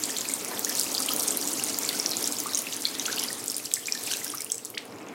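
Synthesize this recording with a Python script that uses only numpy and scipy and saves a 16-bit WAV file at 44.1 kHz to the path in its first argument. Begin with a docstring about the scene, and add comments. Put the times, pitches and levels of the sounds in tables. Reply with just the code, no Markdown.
"""Tiled washroom: from the start a thin tap stream breaks up in a basin, spray bubbles (damped sines)
popping in the treble, bigger ones plopping in the drain, over noise for pipes, ventilation and microphone hiss.
Half a second in, a dull knock (decaying modes and a puff of noise) sounds somewhere in the room.
The tap closes near the end; the last drops fall singly, one with a swelling upward sweep.
Early echoes and a noise tail place bubbles, drip and knock among the walls."""
import sys
import numpy as np
from scipy import signal
from scipy.fft import rfft, irfft, next_fast_len
from scipy.io import wavfile
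from scipy.ndimage import uniform_filter1d, map_coordinates

SR = 44100
rng = np.random.default_rng(int(sys.argv[2]) if len(sys.argv) > 2 else 0)


def bounce(signal):
    """Save signal as a 16-bit WAV file at the path given by the first command-line argument."""
    frames = np.transpose(np.atleast_2d(signal))
    limited = np.clip(frames, -1, 1)
    pcm = np.round(limited * 32767).astype(np.int16)
    wavfile.write(sys.argv[1], SR, pcm)


N = 226672

# Levels of splash, gurgle and low rumble before layer trims; recording gain probably lifts the rumble
# after the tap shuts: [t/s, splash level/dB, gurgle level/dB, low rumble level/dB]
LEVELS = [(0.0, -31, -44, -43), (0.3, -31.5, -44, -42.5), (0.55, -32.5, -44, -40), (0.8, -28.5, -43, -41),
          (1.18, -28.5, -42, -37.5), (1.4, -29.5, -44, -39), (1.65, -29.5, -42, -40),
          (2.25, -30.5, -43, -40.5), (2.83, -35, -45.5, -46), (3.18, -30.5, -42, -40),
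          (3.45, -34.5, -47.5, -44.5), (3.74, -38.5, -52.5, -51), (4.11, -30, -44, -44.5),
          (4.27, -36.5, -47.5, -45.5), (4.52, -45.5, -55, -53.5), (4.78, -46, -61, -47.5),
          (4.94, -46.5, -51.5, -43.5), (5.14, -47.5, -47.5, -42)]
# Loudest small bubbles, before the room: [t/s, peak level/dB, f/Hz]
POPS = [(0.037, -9.5, 7280), (0.0562, -17, 8270), (0.0943, -22, 6300), (0.1665, -18.5, 4260),
        (0.185, -13.5, 7200), (0.209, -17, 6700), (0.215, -21.5, 5000), (0.2876, -13.5, 7700),
        (0.2965, -22, 6700), (0.3383, -8, 8900), (0.454, -26, 10470), (0.4846, -19.5, 10200),
        (0.5935, -13, 13900), (0.594, -16, 7700), (0.6473, -8, 6550), (0.699, -18, 5300),
        (0.752, -19, 6950), (0.7725, -20, 8200), (0.784, -21, 4300), (0.7942, -18, 8750),
        (0.812, -14.5, 4740), (0.8124, -13.5, 9500), (0.8335, -16, 7500), (0.9161, -21, 6700),
        (0.949, -15.5, 4700), (0.9799, -12.5, 4700), (1.0026, -13, 9150), (1.0214, -15, 9690),
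        (1.0613, -15, 8340), (1.0905, -19, 4100), (1.136, -9.5, 14000), (1.163, -12.5, 10000),
        (1.1962, -11.5, 8600), (1.1985, -18, 5830), (1.2063, -19, 5700), (1.2218, -14, 9300),
        (1.2286, -15, 8640), (1.2768, -14, 8370), (1.28, -11, 8600), (1.2846, -11.5, 6660),
        (1.3071, -8.5, 7860), (1.372, -9, 11540), (1.4262, -20, 4670), (1.4746, -15, 7700),
        (1.5314, -15, 9800), (1.537, -16, 7620), (1.597, -21, 5810), (1.6262, -19.5, 4630),
        (1.638, -8.5, 8900), (1.6457, -18, 6700), (1.696, -18, 7710), (1.7008, -23, 6720),
        (1.744, -18.5, 4870), (1.787, -11, 13100), (1.7875, -12.5, 7160), (1.8334, -16, 6060),
        (1.85, -16, 7440), (1.8614, -24, 6680), (1.89, -11.5, 4440), (1.9303, -26, 9400),
        (1.999, -11, 5470), (2.0608, -8, 5680), (2.0923, -20, 5600), (2.1053, -20, 12190),
        (2.1122, -17, 5100), (2.118, -20, 4180), (2.1335, -19, 4100), (2.1688, -12, 7000),
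        (2.2418, -13.5, 5500), (2.2749, -9.5, 7640), (2.3233, -15.5, 8100), (2.367, -20, 5230),
        (2.386, -16, 6900), (2.4016, -18, 14560), (2.4365, -20, 13500), (2.4685, -16, 8570),
        (2.5342, -18, 5470), (2.5475, -8.5, 6400), (2.5538, -12, 6600), (2.573, -15, 5600),
        (2.5777, -12.5, 9100), (2.5885, -14, 10000), (2.592, -17, 6870), (2.6195, -18.5, 12600),
        (2.725, -25, 3700), (2.7451, -23.5, 7540), (2.765, -17, 10100), (2.8208, -22, 7450),
        (2.853, -8, 4210), (2.885, -27, 4870), (2.9866, -27, 11150), (2.9964, -13.5, 6030),
        (3.0547, -19.5, 4320), (3.0612, -16, 5900), (3.0646, -15.5, 7360), (3.128, -16.5, 6100),
        (3.1612, -21, 11240), (3.1671, -23, 4720), (3.183, -20.5, 4320), (3.1932, -16, 7200),
        (3.1962, -15, 5000), (3.2191, -21, 9800), (3.2314, -25, 7000), (3.237, -12.5, 10900),
        (3.285, -20.5, 4730), (3.329, -18, 8550), (3.441, -19, 10100), (3.4599, -19, 12660),
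        (3.481, -12, 7940), (3.4996, -16, 5300), (3.544, -19, 5100), (3.5661, -17, 9500),
        (3.5812, -16, 9600), (3.6575, -22, 4680), (3.7153, -27.5, 3840), (3.738, -6.5, 7770),
        (3.7461, -24, 7900), (3.7589, -20, 5000), (3.8575, -23, 5860), (3.87, -17.5, 7460),
        (3.9229, -9, 5420), (3.9495, -18, 7300), (3.9754, -23.5, 5360), (4.0728, -21.5, 5240),
        (4.136, -19.5, 3900), (4.1372, -16, 6330), (4.2452, -15.5, 9800), (4.2664, -25, 5900),
        (4.279, -23, 5600), (4.3015, -18, 9200), (4.3475, -20, 11710), (4.3512, -24, 9100),
        (4.3728, -25, 5640), (4.3818, -22, 5800), (4.406, -18.5, 8850), (4.4188, -22, 9220),
        (4.4458, -17, 9450), (4.5004, -25.5, 6140), (4.512, -27, 10200), (4.519, -7.5, 7880),
        (4.544, -25, 7860), (4.5547, -24, 7500), (4.5806, -22, 7950), (4.6493, -19.5, 7800),
        (4.6551, -22, 10100), (4.663, -37, 4200), (4.702, -22, 12800), (4.75, -33, 5030),
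        (4.781, -29, 8000), (4.854, -32, 10300), (4.923, -38, 5300), (4.96, -41, 7000), (4.985, -38, 5040),
        (5.0857, -34, 6600)]
# Larger bubbles in the drain, before the room: [t/s, peak level/dB, f/Hz, climb in pitch as a share of f]
PLOPS = [(0.0917, -28.5, 3030, .2), (.096, -30, 1750, .2), (0.1651, -26, 3260, .3),
         (0.254, -27.5, 2350, .2), (0.298, -29, 2090, .2), (0.6678, -30, 1730, 0.25),
         (0.693, -31.5, 1650, 0.11), (0.713, -36, 1700, 0.18), (0.725, -29, 2980, .2),
         (1.0034, -30.5, 1205, .2), (1.0869, -16.5, 2910, 0.26), (1.105, -27.5, 1220, .1),
         (1.596, -24, 2680, 0.22), (1.703, -31, 2790, 0.18), (1.8442, -29, 2200, 0.22),
         (1.9081, -31, 1900, 0.16), (1.945, -33, 1426, 0.12), (2.459, -26, 1120, 0.26),
         (2.6691, -23.5, 2550, .15), (2.7247, -37, 2700, .2), (2.7751, -34, 3020, 0.18),
         (2.865, -31.5, 2200, .05), (3.0582, -22.5, 3120, .2), (3.0815, -25, 1420, 0.12),
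         (3.098, -27, 1555, 0.21), (3.133, -34, 1400, .2), (3.175, -25.5, 2700, .15),
         (3.1822, -23, 2790, .4), (3.228, -24, 2900, 0.22), (3.245, -28, 3200, .1),
         (3.3042, -29, 1860, .05), (3.5263, -38, 2680, .2), (3.5983, -35.5, 2440, 0.17),
         (3.6696, -34.5, 2760, .2), (3.714, -34, 2240, .4), (3.767, -31.5, 1960, 0.22),
         (3.772, -35, 1760, .05), (3.8836, -20.5, 2280, 0.14), (3.952, -30, 1740, .05),
         (4.11, -33.5, 1500, 0.091), (4.133, -32, 1540, .2), (4.148, -30, 2520, .2),
         (4.2157, -32.5, 1890, 0.26), (4.2635, -35.5, 1590, .05), (4.298, -31, 3150, .2),
         (4.337, -29.5, 1120, 0.44), (4.402, -32.5, 2200, 0.044), (4.4647, -35, 2780, .05),
         (4.544, -43, 2200, 0.22), (4.59, -41.5, 2760, .1), (4.7408, -38, 2090, 0.11),
         (4.746, -34, 2900, 0.26), (4.986, -46, 2780, .1), (5.069, -40, 2550, .2)]
# Modes of the knocked panel, relative to KNOCK_DB: [f/Hz, level/dB, t60/s]
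KNOCK_MODES = [(503, -10, 0.19), (731, -2, 0.11), (1020, 1.5, 0.087), (1510, -8, 0.17), (1910, 1, 0.058),
               (2240, -3, .05)]
# Spectra in dB; rush() brings its noises to rms 1, SLAP filters the puffs directly.
# Dull body of the panel: [f/Hz, level/dB]
PANEL_BODY = [(250, -30), (450, 2), (1000, -7), (2000, -8), (4000, -42)]
# Hiss of the splash: [f/Hz, level/dB]
SPLASH = [(1470, -41), (2500, -6.5), (3520, 1), (4760, 1), (7530, -2), (14900, -6), (16000, -29)]
# Froth under the gurgle: [f/Hz, level/dB]
FROTH = [(500, -48), (900, -2), (1500, -4), (2200, 3), (3200, -3.5), (6000, -42)]
# Water striking water: [f/Hz, level/dB]
SLAP = [(1200, -60), (3000, -9.5), (6000, 3), (10000, 1.5), (16000, -4)]
# Low rumble of the pipes: [f/Hz, level/dB]
PIPES = [(100, -49), (170, -9.5), (279, 2), (345, -3.5), (382, -3.5), (620, -7), (748, -7.5), (864, -9.5),
         (949, -10.5), (1300, -12.5), (1690, -22.5), (2860, -120)]
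# The bowl's hollow note: [f/Hz, level/dB]
BASIN = [(200, -33), (262, -18), (279, 1), (298, 13), (380, -46)]
# The waste pipe's steady note: [f/Hz, level/dB]
DRAIN = [(330, -55), (405, -1.5), (440, 2.5), (475, -0.5), (580, -58)]
# Ventilation: [f/Hz, level/dB]
FAN = [(15, -70), (28, -45), (54, -30), (78, -9.5), (118, 5.5), (170, -4.5), (260, -7), (1500, -20),
       (4000, -20.5), (8000, -45), (16000, -50)]
# Faint steady hiss of the microphone: [f/Hz, level/dB]
MIC_HISS = [(300, -60), (1100, -4), (1550, 3), (2100, -4), (4000, -4), (8000, -10), (16000, -14)]
# Early echoes off the nearest walls: [delay t/s, level/dB]
WALLS = [(.0012, -36), (.0045, -16.5), (.0078, -23.5), (0.014, -32)]
# Decay of the tiled room: [f/Hz, t60/s]
TILES = [(300, 0.41), (2000, 0.38), (6000, 0.27), (14000, 0.41)]

TOP_HZ = 15900
MIC_HISS_DB, DRAIN_DB = -60.5, -53.5
FAN_DB, FAN_SHARE = -40.5, 0.39  # dB before the share of the rumble level; dB per dB of rumble
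KNOCK_S, KNOCK_DB = 0.506, -30
DRIP_S = 4.7732
SHUT_S, SHUT_FADE_S, SHUT_DULL_DB = 4.63, 0.25, -13  # the closing tap takes the finest bubbles away
SISTER_DB, SISTER_GROWS = -13.5, 0.68  # for a 0 dB pop; dB per dB of pop: the loudest ring cleanest
SLAP_DB, SLAP_GROWS, SLAP_SCATTER_DB = -15, 0.5, 4  # likewise for the drop's slap, before its spectrum
PLOP_CYCLES = 21.3


def amp(db):
    """Amplitude factor of a level in dB."""
    return 10 ** (np.asarray(db) / 20)


def unit(x):
    """Signal scaled to rms 1."""
    return x / np.sqrt(np.mean(x ** 2) + 1e-20)


def along(points, hz):
    """Value of (f/Hz, value) points, interpolated on a log frequency axis."""
    f, value = np.transpose(points)
    return np.interp(np.log(hz + 1), np.log(f + 1), value)


def curves(rows):
    """One value per sample for each column after the time."""
    s, *columns = np.transpose(rows)
    return [np.interp(np.arange(N) / SR, s, column) for column in columns]


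def filtered(x, response):
    """Signal multiplied in the spectrum by a response of frequency."""
    size = next_fast_len(N + SR // 2)
    spectrum = rfft(x, size) * response(np.fft.rfftfreq(size, 1 / SR))
    return irfft(spectrum, size)[:N]


def rush(spectrum, patchy_db):
    """Shaped noise of rms 1, with patches of random gain in time and frequency."""
    z = signal.stft(rng.standard_normal(N), nperseg=256)[2]
    field = uniform_filter1d(rng.standard_normal(z.shape), size=8, axis=0)
    field = uniform_filter1d(field, size=8, axis=1)
    noise = signal.istft(z * amp(patchy_db * unit(field)), nperseg=256)[1][:N]
    return unit(filtered(noise, lambda hz: amp(along(spectrum, hz))))


def lumps(rate, depth_db):
    """Uneven gain: random levels, rate of them a second, joined smoothly."""
    levels = rng.standard_normal(int(N * rate / SR) + 4)
    return amp(depth_db * map_coordinates(levels, [np.arange(N) * rate / SR]))


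def microphone_hiss():
    """Faint steady hiss of the microphone, as shaped noise."""
    return amp(MIC_HISS_DB) * rush(MIC_HISS, patchy_db=-0.5)


def rumble():
    """Smooth noise: pipes and basin take the rumble level, ventilation a share of it, the drain note stays."""
    rumble_db = curves(LEVELS)[-1]
    pipes = rush(PIPES, patchy_db=0.75) + amp(-10) * rush(BASIN, patchy_db=1.5)
    ventilation = amp(FAN_DB + FAN_SHARE * rumble_db) * rush(FAN, patchy_db=1.6)
    drain = amp(DRAIN_DB) * rush(DRAIN, patchy_db=2.0)
    return amp(rumble_db) * pipes + ventilation + drain


def washroom(x, tail_db):
    """Direct sound, echoes off the nearest walls, and a noise tail drawn anew every third of a second."""
    out = x.copy()
    for s, db in WALLS:
        delay = round(s * SR)
        out[delay:] += amp(db) * x[:N - delay]
    step = SR // 3
    wet = np.zeros(N + 2 * SR)
    for start in range(0, N, step):
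        hz, t, z = signal.stft(rng.standard_normal(SR // 2), SR, nperseg=256)
        decay = amp(-60 * t / along(TILES, hz)[:, None])
        tail = signal.istft(z * decay, SR, nperseg=256)[1]
        part = signal.fftconvolve(x[start:start + step], tail / np.linalg.norm(tail))
        wet[start + 200:][:len(part)] += part  # the tail sets in 200 samples after the direct sound
    return out + amp(tail_db) * wet[:N]


def knock():
    """One soft blow on a panel: each mode rings unevenly over a dull puff."""
    t = np.maximum(np.arange(N) / SR - KNOCK_S, 0)
    ring = np.zeros(N)
    for hz, db, t60 in KNOCK_MODES:
        ring += lumps(69.6, depth_db=5) * amp(db - 60 * t / t60) * np.sin(2 * np.pi * hz * t)
    puff = amp(-3.5 - 60 * t / 0.33) * rush(PANEL_BODY, patchy_db=-0.5)
    soft_onset = 1 - np.exp(-t / 0.013)
    return amp(KNOCK_DB) * soft_onset * (ring + puff)


def late_drip(db, start_hz, close_s):
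    """A late drop's cavity closes ever faster: the tone swells, sweeps up and bursts."""
    u = np.clip((np.arange(N) / SR - DRIP_S) / close_s, 0, 1.4)
    hz = start_hz * np.exp(u ** 1.8)
    swell = (1 - np.exp(-u / 0.066)) * amp(db + 11.6 * u - 4.5 * u ** 7) * (u < 1.4)
    return swell * np.sin(2 * np.pi * np.cumsum(hz * (u > 0)) / SR)


def bubbles(s, db, hz, cycles, rise, onset, count):
    """Damped sines of count samples; the pitch climbs as each bubble nears the surface."""
    # cycles: life, over which the level falls 26 dB; rise: share of pitch per life; onset: in cycles
    settings = (s, db, hz, cycles, rise, onset)
    s, db, hz, cycles, rise, onset = (np.broadcast_to(v, np.shape(s))[:, None] for v in settings)
    turns = np.arange(count) / SR * hz
    life = turns / np.maximum(cycles, 1)
    shape = (1 - np.exp(-(turns / onset) ** 2)) * amp(-24.7 * life - 1.3 * life ** 2)
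    shape = amp(db) * shape / shape.max(axis=1, keepdims=True)
    ring = shape * np.sin(2 * np.pi * turns * (1 + rise * np.minimum(life, 2) / 2))
    where = np.round(s * SR).astype(int) + np.arange(count)
    return np.bincount(where.ravel(), ring.ravel(), N + SR)[:N]


def slaps(s, db, t60):
    """Drops striking water: short broad puffs of noise with a fast rise and decay."""
    t = np.arange(200) / SR
    rise = 1 - np.exp(-t / 0.0005)
    decay = amp(np.asarray(db)[:, None] - 60 * t / t60)
    puff = decay * rise * rng.standard_normal((len(s), 200))
    where = np.round(s * SR).astype(int)[:, None] + np.arange(200)
    puffs = np.bincount(where.ravel(), puff.ravel(), N + SR)[:N]
    return filtered(puffs, lambda hz: amp(along(SLAP, hz)))


def crowd(count, spread_db):
    """Random moments and levels: many soft, few loud, with a ceiling."""
    when, pick = rng.random((count, 2)).T
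    return when * N / SR, -spread_db * np.log(pick + 0.035)


def swarm(count, centre_hz, octaves, spread_db, cycles, size):
    """A crowd of bubbles of scattered pitch and life, brought to rms 1."""
    s, db = crowd(count, spread_db)
    pitch, life = rng.standard_normal((count, 2)).T
    hz = np.clip(centre_hz * 2 ** (octaves * pitch), 600, 15000)
    return unit(bubbles(s, db, hz, cycles * 2 ** (0.56 * life), 0.22, 2.04, count=size))


def fine_spray(bright_db):
    """Crowds of small bubbles and slaps; the closing tap softens the finest most."""
    finest = swarm(count=5000, centre_hz=8780, octaves=0.457, spread_db=4.0, cycles=13.0, size=200)
    coarser = swarm(count=3500, centre_hz=5640, octaves=0.397, spread_db=7.5, cycles=7.1, size=300)
    patter = unit(slaps(*crowd(count=900, spread_db=10.5), t60=0.0047))
    spray = amp(-9.5 + bright_db) * finest
    spray += amp(-12.0 + 0.2 * bright_db) * coarser
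    return spray + amp(-13.0 + bright_db) * patter


def single_pops(bright_db):
    """Loudest small bubbles, each with its drop's slap and a sister bubble of scattered pitch."""
    s, db, hz = np.transpose(POPS)
    pops = bubbles(s, db, hz, 10.6, 0.0077, 2.02, count=300)
    thin_db = bright_db[(s * SR).astype(int)]  # the last drops fall singly and splash less
    lag, octaves, splat = rng.standard_normal((len(s), 3)).T
    sister_s = s + 0.00067 * abs(lag)
    sister_db = SISTER_DB + SISTER_GROWS * db + 0.4 * thin_db
    sister_hz = np.minimum(hz * 2 ** (0.404 * octaves), 14000)  # higher or lower than the pop
    pops += bubbles(sister_s, sister_db, sister_hz, 15.6, 0.27, 2.5, count=300)
    slap_db = SLAP_DB + SLAP_GROWS * db + 0.7 * thin_db + SLAP_SCATTER_DB * splat
    return pops + slaps(s, slap_db, t60=0.01)


def drain_plops():
    """Larger bubbles in the drain: lower, longer damped sines that climb in pitch."""
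    s, db, hz, climb = np.transpose(PLOPS)
    return bubbles(s, db, hz, PLOP_CYCLES, climb, 0.81, count=1500)


def stream():
    """The water: hiss, fine spray and gurgle follow their levels; single bubbles stand out."""
    splash_db, gurgle_db, _ = curves(LEVELS)
    bright_db = SHUT_DULL_DB * np.clip((np.arange(N) / SR - SHUT_S) / SHUT_FADE_S, 0, 1)
    spray = amp(splash_db) * lumps(60, depth_db=3.0) * fine_spray(bright_db)
    gurgle = swarm(count=1200, centre_hz=1902, octaves=0.514, spread_db=3.0, cycles=12.0, size=1200)
    drops = spray + amp(gurgle_db - 7.5) * gurgle + single_pops(bright_db) + drain_plops()
    hiss_gain = amp(splash_db - 9.5 + 0.26 * bright_db) * lumps(29.4, depth_db=-1.0)
    hiss = hiss_gain * rush(SPLASH, patchy_db=3.5)
    hiss += amp(gurgle_db - 4.5) * rush(FROTH, patchy_db=3.0)
    return drops, hiss


def scene():
    """Drops, drip and knock answered by the room; splash hiss, rumble and microphone hiss added dry."""
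    drops, hiss = stream()
    in_room = drops + late_drip(db=-30.0, start_hz=1712, close_s=0.0065) + knock()
    return (washroom(in_room, tail_db=-8) + hiss + rumble() + microphone_hiss())[None]


def record(dry):
    """The microphone channel keeps nothing above its band limit."""
    return filtered(dry[0], lambda hz: hz < TOP_HZ)[None]


dry = scene()
out = record(dry)
bounce(out)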